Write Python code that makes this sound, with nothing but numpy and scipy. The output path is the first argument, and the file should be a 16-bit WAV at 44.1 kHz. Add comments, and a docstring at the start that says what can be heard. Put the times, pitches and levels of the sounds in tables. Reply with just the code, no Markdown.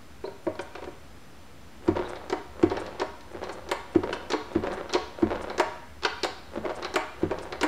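"""A wood-lined workshop: a small hydraulic bottle jack is hand-pumped on a drill press's steel table.
Each down stroke ends in a thud that rings the table and rocks the press. On the lift the linkage grinds,
ticks through its play and clacks against the top stop. The loose handle knocks in its socket and at times
slides home and rings; oil fizzes in the valves, the dry pivot squeaks. Heard close, with a short echo
over room air and a low hum."""
import sys
import numpy as np
from scipy import signal
from scipy.fft import rfft, irfft, next_fast_len
from scipy.io import wavfile
from scipy.ndimage import uniform_filter1d

SR = 44100
rng = np.random.default_rng(int(sys.argv[2]) if len(sys.argv) > 2 else 0)


def store_pcm(level_fs):
    """Save levels as 16-bit WAV."""
    pcm = np.round(np.clip(level_fs, -1, 1) * 32767).astype(np.int16)
    wavfile.write(sys.argv[1], SR, np.atleast_2d(pcm).T)


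N = 338247
T = np.arange(N) / SR
AGE = T[:SR // 2]  # time since an event's onset [s]
ATTACK_SAMPLES = 882

# down strokes: (bottom stop time [s], table ring [dB], press frame [dB], steel contact [dB],
# contact hardness [dB/octave], turn knock [dB], grinding [dB], inlet valve delay [s])
STROKES = [(0.474, -24.5, -45, -36.5, -6, -55, -52, 0.144),
           (1.886, -15.5, -29, -34.5, -2, -35.5, -31, 0.21), (2.635, -12, -32, -33.5, 0, -34.5, -32.5, .17),
           (3.353, -43, -47, -46, -4, -41.5, -37, .18), (3.958, -13, -34.5, -37.5, -0.8, -36.5, -34, 0.18),
           (4.558, -18, -30, -40, -2.3, -37, -32, 0.18), (5.229, -15, -27, -36, -3.5, -38.5, -29.5, .197),
           (6.573, -32, -37, -51, 0, -36.5, -33, 0.19), (7.232, -20, -31.5, -44, -2, -33, -33, .2)]
# jack body on the table: (frequency [Hz], level [dB], t60 [s])
BODY_MODES = [(306.8, -12, 0.16), (365, 2, 0.073), (392.6, 5, 0.071), (431.6, -1.5, 0.066),
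              (513, -2.5, 0.06), (561, -2, 0.074), (627, -10, 0.13)]
# dense upper modes of the steel parts: (frequency [Hz], level [dB])
STEEL_SPECTRUM = [(500, -44), (750, 12.5), (1500, 5), (2300, 1.5), (3200, -37)]


def amp(db):
    """Decibels to gain."""
    return 10 ** (np.asarray(db) / 20)


def unit_rms(x, count=None):
    """Scale to rms 1 over the first count samples."""
    return x / np.sqrt(np.mean(x[:count] ** 2))


def add(out, time_s, x):
    """Mix x into out from time_s."""
    start = max(int(time_s * SR), 0)
    out[start:start + len(x)] += x[:max(N - start, 0)]


def log_interp(points, hz):
    """Read (Hz, value) points on a log-frequency axis."""
    point_hz, value = np.transpose(points)
    return np.interp(np.log(hz + 1), np.log(point_hz), value)


def colour(x, spectrum):
    """Minimum-phase filter through (Hz, dB) points, rolling off beyond both ends."""
    n = next_fast_len(2 * len(x), True) // 2 * 2
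    hz = np.arange(n // 2 + 1) * SR / n
    low_cut = np.minimum((hz + 1) / spectrum[0][0], 1) ** 2
    high_cut = np.minimum(spectrum[-1][0] / (hz + 1), 1) ** 4
    cepstrum = irfft(np.log(amp(log_interp(spectrum, hz)) * low_cut * high_cut), n)
    cepstrum[1:n // 2] *= 2
    cepstrum[n // 2 + 1:] = 0
    return irfft(rfft(x, n) * np.exp(rfft(cepstrum)), n)[:len(x)]


def decay(t60_s):
    """Exponential fall, 60 dB in t60_s."""
    return np.exp(-np.log(1000) * AGE / t60_s)


def mode_bank(modes):
    """One damped sine per mode."""
    return np.array([amp(db) * decay(t60_s) * np.sin(2 * np.pi * hz * AGE) for hz, db, t60_s in modes])


def strike(bank, scatter_db, rise_s):
    """Each blow lands elsewhere and weights the modes differently."""
    weights = amp(scatter_db * rng.standard_normal(len(bank)))
    onset = 1 - np.exp(-AGE / rise_s)
    return unit_rms(weights @ bank * onset, ATTACK_SAMPLES)


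def crack(spectrum, t60_s, tail_db, tail_t60_s, snap_db):
    """Dense modes as noise: snap of first contact, fast decay, longer tail."""
    burst = rng.standard_normal(len(AGE)) * (decay(t60_s) + amp(tail_db) * decay(tail_t60_s))
    burst[0] += amp(snap_db)
    return unit_rms(colour(burst, spectrum), ATTACK_SAMPLES)


def part_levels_db(mix, db, hardness):
    """Level of each ringing part; hardness [dB/octave] tilts them about 1 kHz."""
    centre_hz, part_db = np.transpose(mix)
    return db + part_db + hardness * np.log2(centre_hz / 1000)


def soften(x, level_db, soft_hz=7500, soft_db=-60, hz_per_db=300):
    """A gentle blow stays in contact longer and loses treble."""
    cutoff_hz = np.clip(soft_hz + hz_per_db * (level_db - soft_db), 5000, 18000)
    lowpass = signal.butter(4, cutoff_hz, fs=SR, output="sos")
    return unit_rms(signal.sosfilt(lowpass, x), ATTACK_SAMPLES)


def thuds(table_trim_db=-1, rock_hz=32.3, rock_db=-12.5, rock_peak_s=0.075):
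    """The bottom stop's soft blow rings table and frame; the press rocks on its stand."""
    # press table and frame: (frequency [Hz], level [dB], t60 [s])
    table_modes = [(315.4, -9.5, 0.091), (337.5, 5.5, 0.059), (374.5, -6.5, 0.091), (610, -22, 0.086),
                   (690, -16.5, 0.076)]
    frame_modes = [(67, -8, 0.078), (93.4, 4.5, 0.34), (164, -5, 0.21), (215.7, 0, 0.28)]
    # first blow, then bumps as the jack settles: (delay [s], gain [dB])
    bumps = [(0, -2), (.0058, -12.5), (0.0283, -13.5)]
    out, table_bank, frame_bank = np.zeros(N), mode_bank(table_modes), mode_bank(frame_modes)
    swell = AGE / rock_peak_s * np.exp(1 - AGE / rock_peak_s)
    rocking = amp(rock_db) * swell * np.sin(2 * np.pi * rock_hz * AGE)
    for time_s, table_db, frame_db, *_ in STROKES:
        table_ring = strike(table_bank, scatter_db=1, rise_s=0.0015)
        for delay_s, bump_db in bumps:
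            add(out, time_s + delay_s, -amp(table_db + table_trim_db + bump_db) * table_ring)
        frame_ring = strike(frame_bank, scatter_db=5, rise_s=0.0015)
        add(out, time_s, amp(frame_db) * (frame_ring + rocking))
    return out


def knocks(blows, mix):
    """Steel on steel: small parts crack at once, the heavy body follows."""
    # low and high steel modes: (frequency [Hz], level [dB], t60 [s])
    clank_modes = [(716.5, 2.5, 0.058), (722, -10, 0.05), (944, 8, 0.061), (1115.6, -4, 0.085)]
    clang_modes = [(1210, -6, 0.089), (1437, -5.5, 0.061), (1510, 4, 0.031), (1740, -8.5, 0.048),
                   (2006, -5.5, 0.035), (2135, -6.5, 0.044), (2387, -12, 0.076)]
    # bright ring and treble edge: (frequency [Hz], level [dB])
    ring_spectrum = [(1800, -26), (2600, 11), (3200, 7.5), (3700, 4.5), (4300, 6), (5100, 2), (6200, -5.5),
                     (7800, -18)]
    edge_spectrum = [(5200, -32), (7000, 5.5), (8500, -3.5), (11000, -13), (15000, -7)]
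    out = np.zeros(N)
    body, clank, clang = map(mode_bank, (BODY_MODES, clank_modes, clang_modes))
    for time_s, db, hardness in blows:
        levels_db = part_levels_db(mix, db, hardness)
        parts = [strike(body, scatter_db=5.5, rise_s=0.0066),
                 strike(clank, scatter_db=4.5, rise_s=0.0083),
                 strike(clang, scatter_db=2.5, rise_s=0.00094),
                 crack(STEEL_SPECTRUM, t60_s=0.035, tail_db=-5, tail_t60_s=0.24, snap_db=10.5),
                 crack(ring_spectrum, t60_s=0.022, tail_db=5, tail_t60_s=0.071, snap_db=15)]
        edge = crack(edge_spectrum, t60_s=0.0082, tail_db=-7, tail_t60_s=0.083, snap_db=9)
        parts.append(soften(edge, levels_db[-1]))
        add(out, time_s, amp(levels_db) @ np.array(parts))
    return out


def ticks(touches, mix):
    """Light contacts ring the handle tube, pins and jack body."""
    # ring, clink and treble edge: (frequency [Hz], level [dB])
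    ring_spectrum = [(1800, -15.5), (2600, 0), (3300, -3), (4200, 2.5), (5200, -13)]
    clink_spectrum = [(4000, -8), (4900, 3), (5500, 5), (6100, -2.5), (7200, -19.5)]
    edge_spectrum = [(5500, 0.5), (7300, -1.5), (8500, -12.5), (10000, -15), (15500, -32)]
    out, body = np.zeros(N), mode_bank(BODY_MODES)
    for time_s, db, hardness in touches:
        parts = [strike(body, scatter_db=0.5, rise_s=0.0093),
                 crack(STEEL_SPECTRUM, t60_s=0.13, tail_db=3, tail_t60_s=0.16, snap_db=0),
                 crack(ring_spectrum, t60_s=0.0083, tail_db=3, tail_t60_s=0.084, snap_db=2),
                 crack(clink_spectrum, t60_s=0.014, tail_db=-16, tail_t60_s=0.06, snap_db=14),
                 crack(edge_spectrum, t60_s=0.022, tail_db=-7, tail_t60_s=0.1, snap_db=-7)]
        add(out, time_s, amp(part_levels_db(mix, db, hardness)) @ np.array(parts))
    return out


def lever_stops(contact_lead_s=0.007):
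    """The lever hits bottom just ahead of the hand's weight; at the top a pin first ticks in its play."""
    # top stop: (time [s], level [dB], hardness [dB/octave], pin lead [s], pin level [dB])
    clacks = [(2.325, -29.5, -1.5, .027, -38), (3.015, -31, -1.3, .017, -41), (3.714, -28, 2, .025, -42.5),
              (4.333, -29, -1.6, .031, -35.5), (4.949, -27, -2.5, .021, -38),
              (5.597, -23.5, 0.36, .017, -34), (6.245, -32.5, 3, .012, -32), (6.958, -25, 1.8, .018, -37),
              (7.6316, -25, 1.4, .02, -34.5)]
    # one row per part of knocks() and of ticks(): (centre [Hz], gain [dB])
    stop_mix = [(400, 3), (900, -2), (1600, -8), (1490, -2.5), (3700, -11), (8000, -21)]
    pin_mix = [(400, 3), (1000, -1), (3300, -8.5), (5300, -13), (7000, -10)]
    bottom = [(time_s - contact_lead_s, db, hardness) for time_s, _, _, db, hardness, *_ in STROKES]
    top = [(time_s, db, hardness) for time_s, db, hardness, *_ in clacks]
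    pins = [(time_s - lead_s, pin_db, 0) for time_s, _, _, lead_s, pin_db in clacks]
    return knocks(bottom + top, stop_mix) + ticks(pins, pin_mix)


def handle_rattle(turn_delay_s=0.078, turn_db_per_octave=-2):
    """The loose handle knocks on reversing after each down stroke, and in between; the linkage ticks."""
    # socket knocks and linkage ticks: (time [s], level [dB], hardness [dB/octave])
    stray_knocks = [(0.24, -42, -5.5), (0.275, -44.5, -5.5), (0.779, -47.5, -1.5), (0.821, -44.5, -1),
                    (0.841, -44.5, 1.5), (0.874, -47, -5.5), (1.995, -42, -6.5), (4.668, -36, -0.5),
                    (5.354, -44, 1), (6.639, -46.5, -7.5), (6.699, -38.5, -1)]
    linkage_ticks = [(0.554, -58.5, 1.5), (2.157, -45, -1), (2.699, -45.5, 1.5), (2.769, -36.5, -1.7),
                     (2.863, -47, 1.5), (2.998, -38.5, .5), (3.208, -66, 7.5), (3.439, -46.5, 2),
                     (3.492, -38.5, -3), (4.319, -36.5, 3.5), (4.719, -38, -4.5), (4.774, -40.5, -7.5),
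                     (4.894, -40, -2), (4.9356, -31.5, 3), (5.499, -36, -3), (6.023, -43, -1),
                     (6.034, -36, 0.8), (6.233, -35.5, 4), (6.825, -38, -.5), (6.847, -33, -.3),
                     (7.387, -53.5, 4.5), (7.524, -35.5, -1.5), (7.611, -41, 4)]
    # one row per part of knocks() and of ticks(): (centre [Hz], gain [dB])
    knock_mix = [(394, 3), (900, -2.5), (1620, -8.5), (1490, -4), (3670, -12), (8000, -27)]
    tick_mix = [(400, -4.5), (1000, -1), (3300, -4.5), (5300, -12), (7000, -21)]
    turns = [(time_s + turn_delay_s, db, turn_db_per_octave) for time_s, *_, db, _, _ in STROKES]
    return knocks(turns + stray_knocks, knock_mix) + ticks(linkage_ticks, tick_mix)


def handle_tube(ring_db=-12):
    """The tube slides home in its socket with a bright clank and rings on."""
    # tube hits: (time [s], level [dB], hardness [dB/octave])
    hits = [(0.592, -36.5, -3), (0.752, -42, -1.1), (4.128, -33.5, 0.6), (6.0492, -25.5, 1.4)]
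    # one row per part of knocks(): (centre [Hz], gain [dB])
    hit_mix = [(400, -0.5), (900, -3.5), (1600, -2), (1500, -4.5), (3700, -4.5), (8000, -41)]
    # free tube: (frequency [Hz], level [dB], t60 [s])
    tube_modes = [(1470, -3, 0.2), (1565, 13.5, 0.15), (1950, -2, .35), (2400, -2, 0.19), (3070, -1, 0.41),
                  (3650, 0, 0.32), (4290, -8.5, 0.43), (5730, -17, .3)]
    out, bank = knocks(hits, hit_mix), mode_bank(tube_modes)
    for time_s, db, _ in hits:
        add(out, time_s, amp(db + ring_db) * strike(bank, scatter_db=2.5, rise_s=0.0008))
    return out


def stick_slip(rate_hz, spread_db):
    """Dense tiny pushes, a few much larger than the rest."""
    sizes = amp(spread_db * np.minimum(rng.exponential(size=N), 4))
    return (rng.random(N) < rate_hz / SR) * sizes * rng.standard_normal(N)


def grinding(delay_s=0.061, ramp_s=0.017, lift_s=0.35, fall_db_per_s=42.5, stop_db=-3, stop_s=0.039):
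    """Linkage friction: swells briefly around the bottom stop, returns on the lift and eases off."""
    # friction noise: (frequency [Hz], level [dB])
    friction_spectrum = [(120, -32.5), (200, -6), (239, -15), (353, 1), (453, -5), (513, 2.5), (658, -6.5),
                         (939, -8), (1030, -10.5), (1360, -12), (2500, -24), (3690, -27.5), (6400, -45),
                         (8660, -54), (14000, -75)]
    pressure = np.zeros(N)
    gate = np.clip(np.minimum(AGE, lift_s - AGE) / ramp_s, 0, 1)
    lift = gate * amp(-fall_db_per_s * AGE)
    for time_s, *_, grind_db, _ in STROKES:
        add(pressure, time_s + delay_s, amp(grind_db) * lift)
        pressure += amp(grind_db + stop_db) * np.exp(-np.abs(T - time_s) / stop_s)
    grit = stick_slip(rate_hz=900, spread_db=3.5)
    return unit_rms(colour(grit, friction_spectrum)) * pressure


def pivot_squeaks(glide=0.102, waver=0.038):
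    """Dry steel sings briefly as it slides, pitch rising and unsteady."""
    # squeaks: (time [s], start pitch [Hz], level [dB], length [s])
    squeaks = [(0.244, 3920, -45.5, 0.031), (2.045, 3650, -47, 0.035), (4.894, 3780, -45, 0.033)]
    out = np.zeros(N)
    for time_s, start_hz, db, length_s in squeaks:
        progress = np.minimum(AGE / length_s, 1)
        wobble = unit_rms(uniform_filter1d(rng.standard_normal(len(AGE)), size=60))
        pitch_hz = start_hz * (1 + glide * progress + waver * wobble)
        phase = 2 * np.pi * np.cumsum(pitch_hz) / SR
        add(out, time_s, amp(db) * np.sin(np.pi * progress) * np.sin(phase))
    return out


def valve_fizz(width_s=0.008, outlet_lead_s=0.025, outlet_db=-62, inlet_db=-51.5):
    """Oil fizzes as a ball valve lifts: the outlet late in the down stroke, the inlet mid-lift."""
    # oil fizz: (frequency [Hz], level [dB])
    fizz_spectrum = [(5500, 0.5), (7300, -0.5), (8200, -1), (8900, 2.5), (9800, -5), (11000, -18),
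                     (15000, -31)]
    flow = np.zeros(N)
    for time_s, *_, inlet_delay_s in STROKES:
        for peak_s, db in (time_s - outlet_lead_s, outlet_db), (time_s + inlet_delay_s, inlet_db):
            flow += amp(db) * np.exp(-((T - peak_s) / width_s) ** 2 / 2)
    return flow * unit_rms(colour(rng.standard_normal(N), fizz_spectrum))


def wall_echo(x, gap_s=0.0033, build_s=0.0064):
    """Wooden walls return a short, dense echo; each band decays at its own rate."""
    # room decay: (frequency [Hz], t60 [s])
    band_decays = [(100, 2.8), (350, 0.55), (1400, 0.78), (3700, 0.8), (7000, 0.53), (11000, .3)]
    # echo strength: (frequency [Hz], level [dB])
    echo_spectrum = [(60, -15.5), (200, -10), (350, -13), (600, -9), (1400, -6.5), (4000, -7.5),
                     (7000, -10.5), (10000, -12), (13000, -19)]
    hz = np.arange(len(AGE) // 2 + 1) * SR / len(AGE)
    noise_bins = rfft(rng.standard_normal(len(AGE)))
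    centres_hz, t60s_s = np.transpose(band_decays)
    onset = 1 - np.exp(-np.maximum(AGE - gap_s, 0) / build_s)
    response = np.zeros(len(AGE))
    for selector, t60_s in zip(np.eye(len(centres_hz)), t60s_s):
        band = irfft(noise_bins * log_interp(np.c_[centres_hz, selector], hz), len(AGE))
        envelope = onset * decay(t60_s)
        response += band * envelope / np.sqrt(np.sum(envelope ** 2))
    return signal.fftconvolve(x, colour(response, echo_spectrum))[:N]


def room_air(air_db=-49.5, side_trim_db=-1, hum_hz=70.7, hum_db=-70):
    """Still air and a low hum; in the treble each channel hisses on its own."""
    # room air: (frequency [Hz], level [dB])
    air_spectrum = [(15, -48), (25, -7), (32, -24), (46, -18.5), (69, -1), (99, -11.5), (188, -15),
                    (227, -11.5), (359, -17.5), (1170, -23.5), (1270, -22), (1380, -24), (1850, -26),
                    (5580, -35.5), (15500, -46.5)]
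    # stereo spread of the hiss: (frequency [Hz], side gain [dB])
    side_spectrum = [(60, -43), (1200, -36), (2500, -37), (4500, -15), (8000, -3), (16000, 2)]
    mid, side = (amp(air_db) * unit_rms(colour(rng.standard_normal(N), air_spectrum)) for _ in range(2))
    side = amp(side_trim_db) * colour(side, side_spectrum)
    hum = amp(hum_db) * np.sqrt(2) * np.sin(2 * np.pi * hum_hz * T)
    return mid + hum + np.array([side, -side])


def scene():
    """Jack and echo centred, over stereo room air."""
    impacts = thuds() + lever_stops() + handle_rattle() + handle_tube()
    jack = impacts + grinding() + valve_fizz() + pivot_squeaks()
    return jack + wall_echo(jack) + room_air()


def record(dry):
    """Steep low-pass and a small DC offset."""
    cutoff_hz, dc_offset = 15600, -0.0044
    lowpass = signal.ellip(10, 0.2, 80, cutoff_hz, fs=SR, output="sos")
    return signal.sosfilt(lowpass, dry) + dc_offset


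dry = scene()
out = record(dry)
store_pcm(out)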